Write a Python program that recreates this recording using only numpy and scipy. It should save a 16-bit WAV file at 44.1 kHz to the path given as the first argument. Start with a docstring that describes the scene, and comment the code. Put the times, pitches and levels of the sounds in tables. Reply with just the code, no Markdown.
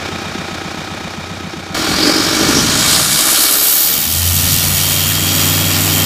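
"""Four-cylinder boat diesel. At idle, from the stern: one cylinder thumps, injectors clatter, a gear sings.
Then, abruptly, from above the open engine bay, pulling up to cruise: combustion knocks in the block,
valves clatter, the wet exhaust booms, the turbo's rush climbs out of hearing, churned water rumbles.
Firing and propeller settle into a hum under a rough whine. Engine speed, effort and turbo speed drive
the layers; resonances swell as the rising pitches pass through them."""
import sys
import numpy as np
from scipy import signal
from scipy.fft import rfft, irfft, next_fast_len
from scipy.io import wavfile
from scipy.ndimage import uniform_filter1d, map_coordinates

SR = 44100
rng = np.random.default_rng(int(sys.argv[2]) if len(sys.argv) > 2 else 0)


def store_wav(level_fs):
    """Save 16-bit WAV to argv[1]."""
    pcm = np.round(np.clip(np.atleast_2d(level_fs), -1, 1) * 32767)
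    wavfile.write(sys.argv[1], SR, pcm.T.astype(np.int16))


N = 266805
TIME_S = np.arange(N) / SR

# hull modes struck at idle (frequency [Hz], time constant [s], strength for cylinder 1, 2, 3, 4 [dB])
HULL_MODES = [(87.7, 0.01, -30, -28, -33, -29), (167, 0.0043, -24, -30, -45, -40),
              (218, 0.0029, -24, -33, -22, -21), (325, 0.0047, -29, -29, -22, -47)]
# engine speed under load (time [s], firing rate [Hz])
FIRING_HZ = [(1.75, 40), (2.08, 45.8), (2.55, 51), (2.9, 58.8), (3.7, 71.2), (3.97, 78.3), (4.22, 87.3),
             (4.48, 91.5), (4.8, 92.6), (5.1, 95), (6.05, 98.5)]
# engine effort (time [s], level [dB])
EFFORT_DB = [(1.75, -21.5), (2.08, -17.3), (2.2, -18.5), (2.58, -16), (2.68, -17), (2.94, -14.5),
             (3.1, -17), (3.33, -14.8), (3.72, -18.5), (4.08, -21), (4.5, -18.5), (5.2, -19.3),
             (5.42, -17.3), (5.56, -19), (6.05, -18)]
# turbo spool-up (time [s], rush centre [Hz])
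TURBO_HZ = [(1.75, 3970), (2.2, 5050), (2.6, 5600), (2.9, 8370), (3.72, 13180), (4.1, 15050), (4.4, 18800)]
# churned water (time [s], level [dB])
WATER_DB = [(1.75, -31), (1.95, -22.5), (2.1, -32.5), (2.6, -21), (3.15, -26), (3.3, -45), (3.75, -46),
            (3.9, -34), (4.47, -21), (4.85, -30), (5.4, -26.5), (6.05, -30)]
# shaft lines at cruise (order [x firing rate], relative level [dB])
SHAFT_ORDERS = [(2, -15), (2.5, -13), (2.75, -11), (3.25, -15), (3.75, -22), (4, -23), (6, -26), (7, -26),
                (11, -23), (23.5, -20)]
# whine spells (start [s], length [s], first pitch [Hz], target pitch [Hz], level [dB])
WHINE_SPELLS = [(4.19, .18, 2980, 3150, -29), (4.77, 1.0, 3165, 3276, -26), (5.87, .3, 3180, 3175, -25.5)]

# spectra (frequency [Hz], relative density [dB]); TOP: above the cover, FRONT: by the belt drive
IDLE_SPECTRUM = [(20, -22), (45, -4), (75, 0), (250, 3.5), (370, 5), (480, -2), (650, -0.5), (1400, -1),
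                 (2100, -6), (2900, -6.5), (4600, -7), (6800, -11), (9000, -17), (15000, -25.5)]
BLOCK_TOP_SPECTRUM = [(270, -9), (450, -6), (520, -5.5), (620, -0.5), (700, -3.5), (790, -3), (880, -5),
                      (1200, -2), (1420, -2), (1750, -2), (2100, -7.5), (2260, -2), (2650, -8), (3100, -23),
                      (4500, -70)]
BLOCK_FRONT_SPECTRUM = [(270, -48), (450, -3), (570, 1.1), (690, 0), (760, -1.5), (900, -2.5), (1050, -2),
                        (1250, -1), (1630, -4.5), (1850, 2), (2050, -3.5), (2300, 0), (2700, -0.8),
                        (3100, -14), (4500, -70)]
VALVE_TOP_SPECTRUM = [(1800, -52), (2700, -7.5), (3200, -4), (3800, 1.5), (4600, 0), (5600, -0.5),
                      (6200, -21), (8000, -18)]
VALVE_FRONT_SPECTRUM = [(1800, -24), (2700, -7), (3100, -2.5), (3700, 0), (4600, -1.5), (5600, -1.5),
                        (6200, -5.5), (8000, -22)]
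BOOM_LOW_REV_SPECTRUM = [(100, -49), (165, -8.5), (215, -8), (270, -1.5), (322, 4.5), (370, -8.5),
                         (430, -4), (480, -16), (600, -9), (1000, -72)]
BOOM_HIGH_REV_SPECTRUM = [(100, -54), (170, -9), (220, -1.5), (260, -4), (315, 2.5), (370, -7.5),
                          (440, -10.5), (540, -35), (1000, -70)]
HISS_TOP_SPECTRUM = [(3650, -31), (6200, -4.5), (6890, -3), (7430, -4), (8710, -2.5), (9540, -5.5),
                     (10200, -2.5), (11300, -2.5), (13400, 0), (15300, -3.5)]
HISS_FRONT_SPECTRUM = [(3650, -41), (6200, -5), (6970, 1), (8140, -1), (9260, -5.5), (10900, -3.5),
                       (11700, 2.5), (12300, -2.5), (14700, 1.5), (15300, -2.5)]
WATER_SPECTRUM = [(15, -27), (35, -24), (60, -4.5), (110, -4), (160, 1), (200, -3.5), (260, -6.5),
                  (500, -75)]
DECK_SPECTRUM = [(10, -12), (30, -10), (55, 6), (90, -20), (200, -60)]
# turbo rush sidebands (offset from centre [Hz], relative density [dB])
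RUSH_NARROW = [(1, -11), (200, 7), (550, -5), (1500, -33), (4000, -70)]
RUSH_WIDE = [(1, 0), (600, -8), (1300, -11), (2500, -11), (5000, -70)]

# ringing panels at idle, castings and pipes in the bay (centre [Hz], width [Hz], lift [dB])
PANEL_PEAKS = [(802, 76, 8), (840, 30, -7.5), (1460, 52, 4), (1880, 68, 3), (2257, 79, 6.5), (2430, 110, 9),
               (3140, 70, 3.5), (3735, 210, 7), (5450, 220, 2.5)]
BAY_PEAKS = [(795, 34, 5.5), (1196, 28, 4.5), (1405, 83, 5.5), (2267, 25, 6.5), (2794, 68, 6.5),
             (2992, 97, 7), (3160, 81, 9), (3360, 41, 7), (3725, 51, 5.5), (3940, 51, 3.5), (4300, 86, 6),
             (4670, 120, 7.5), (5090, 51, 7), (5740, 135, 6.5), (6830, 250, 3), (7990, 320, 3),
             (10060, 200, 3.5), (13450, 250, 1)]
# resonances crossed by rising pitches (centre [Hz], width [Hz], peak gain [dB])
FIRING_PEAKS = [(88.06, 5.4, -18), (98, 6.6, -20.5)]
PROPELLER_PEAKS = [(151.7, 16.3, -25)]
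INTAKE_PEAKS = [(4770, 500, -18.5), (5620, 120, -14), (10000, 3500, -38), (13300, 2100, -15)]
DRONE_PEAKS = [(417, 14, -34), (458, 20, -39)]
# exhaust pipe ringing (firing rate [Hz], width [Hz], level re boom [dB])
PIPE_PEAKS = [(45.7, 1.2, 0), (51, 2, -7)]

IDLE_FIRING_HZ, FIRST_FIRING_S = 30.44, .025
BLADES_PER_FIRING, TEETH_PER_FIRING = 1.594, 42
BAY_START_S, APPROACH_START_S = 1.744, 4.1
FULL_BOOST_HZ, BAND_LIMIT_HZ = 13770, 15330


def cylinder_thumps(lope_db=-15.5, lope_lead_s=.0057):
    """Idle firings strike the hull modes; the fourth cylinder hits hardest, so the idle lopes."""
    t, out = TIME_S[:SR // 8], np.zeros(N + SR)
    mode = lambda hz, tau_s: (t / tau_s) ** 2 * np.exp(-t / tau_s) * np.sin(2 * np.pi * hz * t)
    firing_s = FIRST_FIRING_S + np.arange(round(2 * IDLE_FIRING_HZ)) / IDLE_FIRING_HZ
    for hz, tau_s, *cylinder_db in HULL_MODES:
        for k, (jitter, force) in enumerate(rng.standard_normal((len(firing_s), 2))):
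            at = max(round((firing_s[k] - .007 + .00082 * jitter) * SR), 0)
            out[at:at + len(t)] += amp(cylinder_db[k % 4] + 3.3 * force) * mode(hz, tau_s)
    for strong_s in firing_s[3::4]:
        detune, force = rng.standard_normal(2)
        thump = mode(172 + 5 * detune, .0062) + amp(-7.5 + 3 * force) * mode(218, .0048)
        at = round((strong_s - lope_lead_s) * SR)
        out[at:at + len(t)] += amp(lope_db) * thump
    return out[:N]


def idle_clatter(firings, crossover_hz=2400, fade_db_per_s=3):
    """Knock below, injector ticks above ring the panels; fades as the listener leans over the stern."""
    knock = rattle(firings, repeat=.48, pulse_db=2.7, scatter_db=1.5)
    ticks = rattle(firings, repeat=.35, pulse_db=1.5, scatter_db=1.1)
    low_share = lambda hz: 1 / (1 + (hz / crossover_hz) ** 4)
    lows = filtered(knock, lambda hz: np.sqrt(low_share(hz)))
    highs = filtered(ticks, lambda hz: np.sqrt(1 - low_share(hz)))
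    return amp(-23 - fade_db_per_s * TIME_S) * coloured(lows + highs, IDLE_SPECTRUM, PANEL_PEAKS)


def hull_hum(firings):
    """Firing pulses, shaft orders and propeller blades drive the hull at its resonances."""
    firing_hz = curve(FIRING_HZ)
    tone = lambda order, drift_rad: sine(order * firings, drift_rad * wobble(6.2))
    shaft = sum(amp(db + 1.564 * wobble(6.1)) * tone(order, .4) for order, db in SHAFT_ORDERS)
    cruise = ramp(TIME_S, 4.3, 5.34)
    engine = tone(.99, .061) * amp(.9 * wobble(13)) + amp(2) * cruise * shaft
    blades = tone(BLADES_PER_FIRING, .12) + amp(-26) * cruise * tone(2 * BLADES_PER_FIRING, .29)
    blade_gain = swept(BLADES_PER_FIRING * firing_hz, PROPELLER_PEAKS) * amp(wobble(6))
    return swept(firing_hz, FIRING_PEAKS) * engine + blade_gain * blades


def block_knock(firings, boost_cut_db=6, approach_db_per_s=2.5):
    """Combustion knocks in the block; boost softens it."""
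    top, front = (coloured(rattle(firings, repeat=.33, pulse_db=.5, scatter_db=1.96), shape, BAY_PEAKS)
                  for shape in (BLOCK_TOP_SPECTRUM, BLOCK_FRONT_SPECTRUM))
    level_db = curve(EFFORT_DB) - .72 - boost_cut_db * boost() + approach_db_per_s * approach_s()
    return amp(level_db) * blend(top, front, ramp(TIME_S, 3.7, 4.16))


def valve_clatter(firings):
    """Valve gear rings the castings; the colour shifts from cover to front."""
    impacts = lambda pulse_db: rattle(firings, repeat=.25, pulse_db=pulse_db, scatter_db=1.06)
    top = coloured(impacts(1.56), VALVE_TOP_SPECTRUM, BAY_PEAKS)
    front = coloured(impacts(1.5), VALVE_FRONT_SPECTRUM, BAY_PEAKS)
    level_db = curve(EFFORT_DB) - .5 + .85 * wobble(21.61)
    return amp(level_db) * blend(top, front, ramp(TIME_S, 3.7, 4.16))


def exhaust_boom(firings, clear_drop_db=12.5, approach_db_per_s=4.5):
    """The wet exhaust booms and rings its pipe until the gas blows it clear."""
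    firing_hz = curve(FIRING_HZ)
    cleared = ramp(firing_hz, 53, 60.2)
    level_db = curve(EFFORT_DB) - 3 - clear_drop_db * cleared + approach_db_per_s * approach_s()
    low_rev, high_rev = (coloured(rattle(firings, repeat=.47, pulse_db=4, scatter_db=2.5), shape)
                         for shape in (BOOM_LOW_REV_SPECTRUM, BOOM_HIGH_REV_SPECTRUM))
    boom = blend(low_rev, high_rev, ramp(TIME_S, 2.25, 2.74))
    return amp(level_db) * (1 + swept(firing_hz, PIPE_PEAKS)) * boom


def turbo_hiss(firings, boost_lift_db=10.5):
    """Air hisses up to an edge that climbs with turbo speed."""
    front_share = ramp(TIME_S, 4.77, 5.2)
    gulp_db = 1.4 + 1.9 * ramp(curve(FIRING_HZ), 75.6, 78)  # harder gulps at high revs
    top, front = (coloured(rattle(firings, repeat=.24, pulse_db=gulp_db, scatter_db=1), shape, BAY_PEAKS)
                  for shape in (HISS_TOP_SPECTRUM, HISS_FRONT_SPECTRUM))
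    hz, frame_s, bins = signal.stft(blend(top, front, front_share), SR, nperseg=512)
    edge_hz = np.interp(frame_s, TIME_S, curve(TURBO_HZ))
    above_oct = np.maximum(np.log2((hz[:, None] + 1) / edge_hz), 0)
    hiss = signal.istft(bins * amp(-27 * np.tanh(.58 * above_oct)), SR, nperseg=512)[1][:N]
    hiss /= np.sqrt(np.abs(uniform_filter1d(hiss ** 2, size=6000)) + 1e-12)  # running rms 1
    level_db = curve(EFFORT_DB) - 6 + boost_lift_db * boost() - 2 * front_share
    return amp(level_db + .83 * wobble(25)) * hiss


def turbo_rush(firings):
    """Intake air rushes in a band at the turbo's pitch, wider as the flow quickens."""
    centre_hz = curve(TURBO_HZ)
    narrow = coloured(rng.standard_normal(N), RUSH_NARROW)
    wide = coloured(rng.standard_normal(N), RUSH_WIDE)
    rush = blend(narrow, wide, ramp(TIME_S, 2.4, 3.1)) * sine(np.cumsum(centre_hz) / SR)
    gulp_db = np.interp(TIME_S, [2.15, 2.6], [3.5, 1.2]) * np.cos(2 * np.pi * firings)
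    return swept(centre_hz, INTAKE_PEAKS) * amp(gulp_db) * rush


def water_rumble(firings):
    """Churned water rumbles on the hull; at speed the deck shakes deeper."""
    rumble = coloured(rattle(firings, repeat=.035, pulse_db=-3.5, scatter_db=2), WATER_SPECTRUM)
    shudder = coloured(rng.standard_normal(N), DECK_SPECTRUM)
    return amp(curve(WATER_DB)) * (rumble + amp(-13) * ramp(TIME_S, 3.8, 4.2) * shudder)


def front_whine(fade_s=.09, settle_s=.5):
    """A rough, fluttering whine from the engine's front comes and goes at cruise."""
    whine = np.zeros(N)
    for start_s, length_s, first_hz, target_hz, db in WHINE_SPELLS:
        t = np.maximum(TIME_S - start_s, 0)
        hz = target_hz + (first_hz - target_hz) * np.exp(-t / settle_s)
        envelope = ramp(np.minimum(t, length_s - t), 0, fade_s)
        whine += amp(db) * envelope * sine(np.cumsum(hz) / SR, .6 * wobble(40) + .45 * wobble(260))
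    return amp(1.18 * wobble(30) + 1.7 * wobble(140)) * whine


def drone(firings, order=6, flutter_db=3.5):
    """A firing harmonic drones briefly as it crosses resonances."""
    gain = swept(order * curve(FIRING_HZ), DRONE_PEAKS) * amp(flutter_db * wobble(35))
    return gain * sine(order * firings, .45 * wobble(25))


def gear_tone(firings, fade_db_per_s=2):
    """Meshing teeth sing at idle, slowly fading."""
    tone = sine(TEETH_PER_FIRING * firings, .5 * wobble(9))
    return amp(-37 - fade_db_per_s * TIME_S + 1.5 * wobble(14)) * tone


def rattle(firings, repeat, pulse_db, scatter_db, knots=2048):
    """Dense impacts pulsing at the firing rate; the share `repeat` recurs every four firings."""
    cycle = (firings + .002 * wobble(25)) / 4 % 1
    recurring = unit(map_coordinates(rng.standard_normal(knots), [cycle * knots], mode="grid-wrap"))
    impacts = blend(rng.standard_normal(N), recurring, repeat)
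    # about six ticks a firing
    ticks = map_coordinates(rng.standard_normal(knots * 2), [firings * 6], mode="grid-wrap")
    return unit(impacts * amp(pulse_db * np.cos(2 * np.pi * firings) + scatter_db * ticks))


def boost():
    """Boost, 0 to 1, by octaves of turbo climb."""
    log_hz = np.log(curve(TURBO_HZ))
    return ramp(log_hz, log_hz[0], np.log(FULL_BOOST_HZ))


def approach_s():
    """Time the listener has moved toward the block."""
    return np.maximum(TIME_S - APPROACH_START_S, 0)


def swept(hz, peaks):
    """Gain of a pitch moving through resonances."""
    half_power_db = 10 * np.log10(2)
    return np.sqrt(sum(amp(db - half_power_db * (2 * (hz - centre_hz) / width_hz) ** 2) ** 2
                       for centre_hz, width_hz, db in peaks))


def coloured(x, spectrum, peaks=()):
    """x through a broad spectrum and narrow resonances, at rms 1."""
    knot_hz, knot_db = np.transpose(spectrum)

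    def response(hz):
        broad_db = np.interp(np.log(hz + 1), np.log(knot_hz + 1), knot_db)
        lift_db = sum(db / (1 + (2 * (hz - centre) / width) ** 2) for centre, width, db in peaks)
        return amp(broad_db + lift_db)
    return unit(filtered(x, response))


def filtered(x, response):
    """x through a frequency response."""
    size = next_fast_len(N + 8192)
    return irfft(rfft(x, size) * response(np.fft.rfftfreq(size, 1 / SR)), size)[..., :N]


def blend(a, b, share):
    """Equal-power mix; b gets `share`."""
    return np.sqrt(1 - share) * a + np.sqrt(share) * b


def wobble(rate_hz):
    """Smooth random curve."""
    return map_coordinates(rng.standard_normal(int(N * rate_hz / SR) + 4), [TIME_S * rate_hz])


def sine(cycles, phase_rad=0):
    """Sine at rms 1."""
    return np.sqrt(2) * np.sin(2 * np.pi * cycles + phase_rad)


def curve(points):
    return np.interp(TIME_S, *np.transpose(points))


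def ramp(x, start, end):
    return np.clip((x - start) / (end - start), 0, 1)


def amp(db):
    return 10 ** (np.asarray(db) / 20)


def unit(x):
    return x / np.sqrt(np.mean(x ** 2) + 1e-20)


def scene():
    """Idle at the stern, then the pull under load at the bay; both channels alike."""
    firings = np.cumsum(curve(FIRING_HZ)) / SR
    loaded = hull_hum(firings) + water_rumble(firings) + exhaust_boom(firings)
    loaded += block_knock(firings) + valve_clatter(firings)
    loaded += turbo_hiss(firings) + turbo_rush(firings) + front_whine() + drone(firings)
    idle_firings = (TIME_S - FIRST_FIRING_S) * IDLE_FIRING_HZ
    idle = idle_clatter(idle_firings) + gear_tone(idle_firings) + cylinder_thumps()
    mono = blend(idle, loaded, ramp(TIME_S, BAY_START_S, BAY_START_S + .0021))
    return np.array([mono, mono])


def record(dry):
    """Soft peak limiting, then a brick-wall low-pass."""
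    rounded = dry / (1 + np.abs(dry) ** 8) ** (1 / 8)
    return filtered(rounded, lambda hz: hz < BAND_LIMIT_HZ)


dry = scene()
out = record(dry)
store_wav(out)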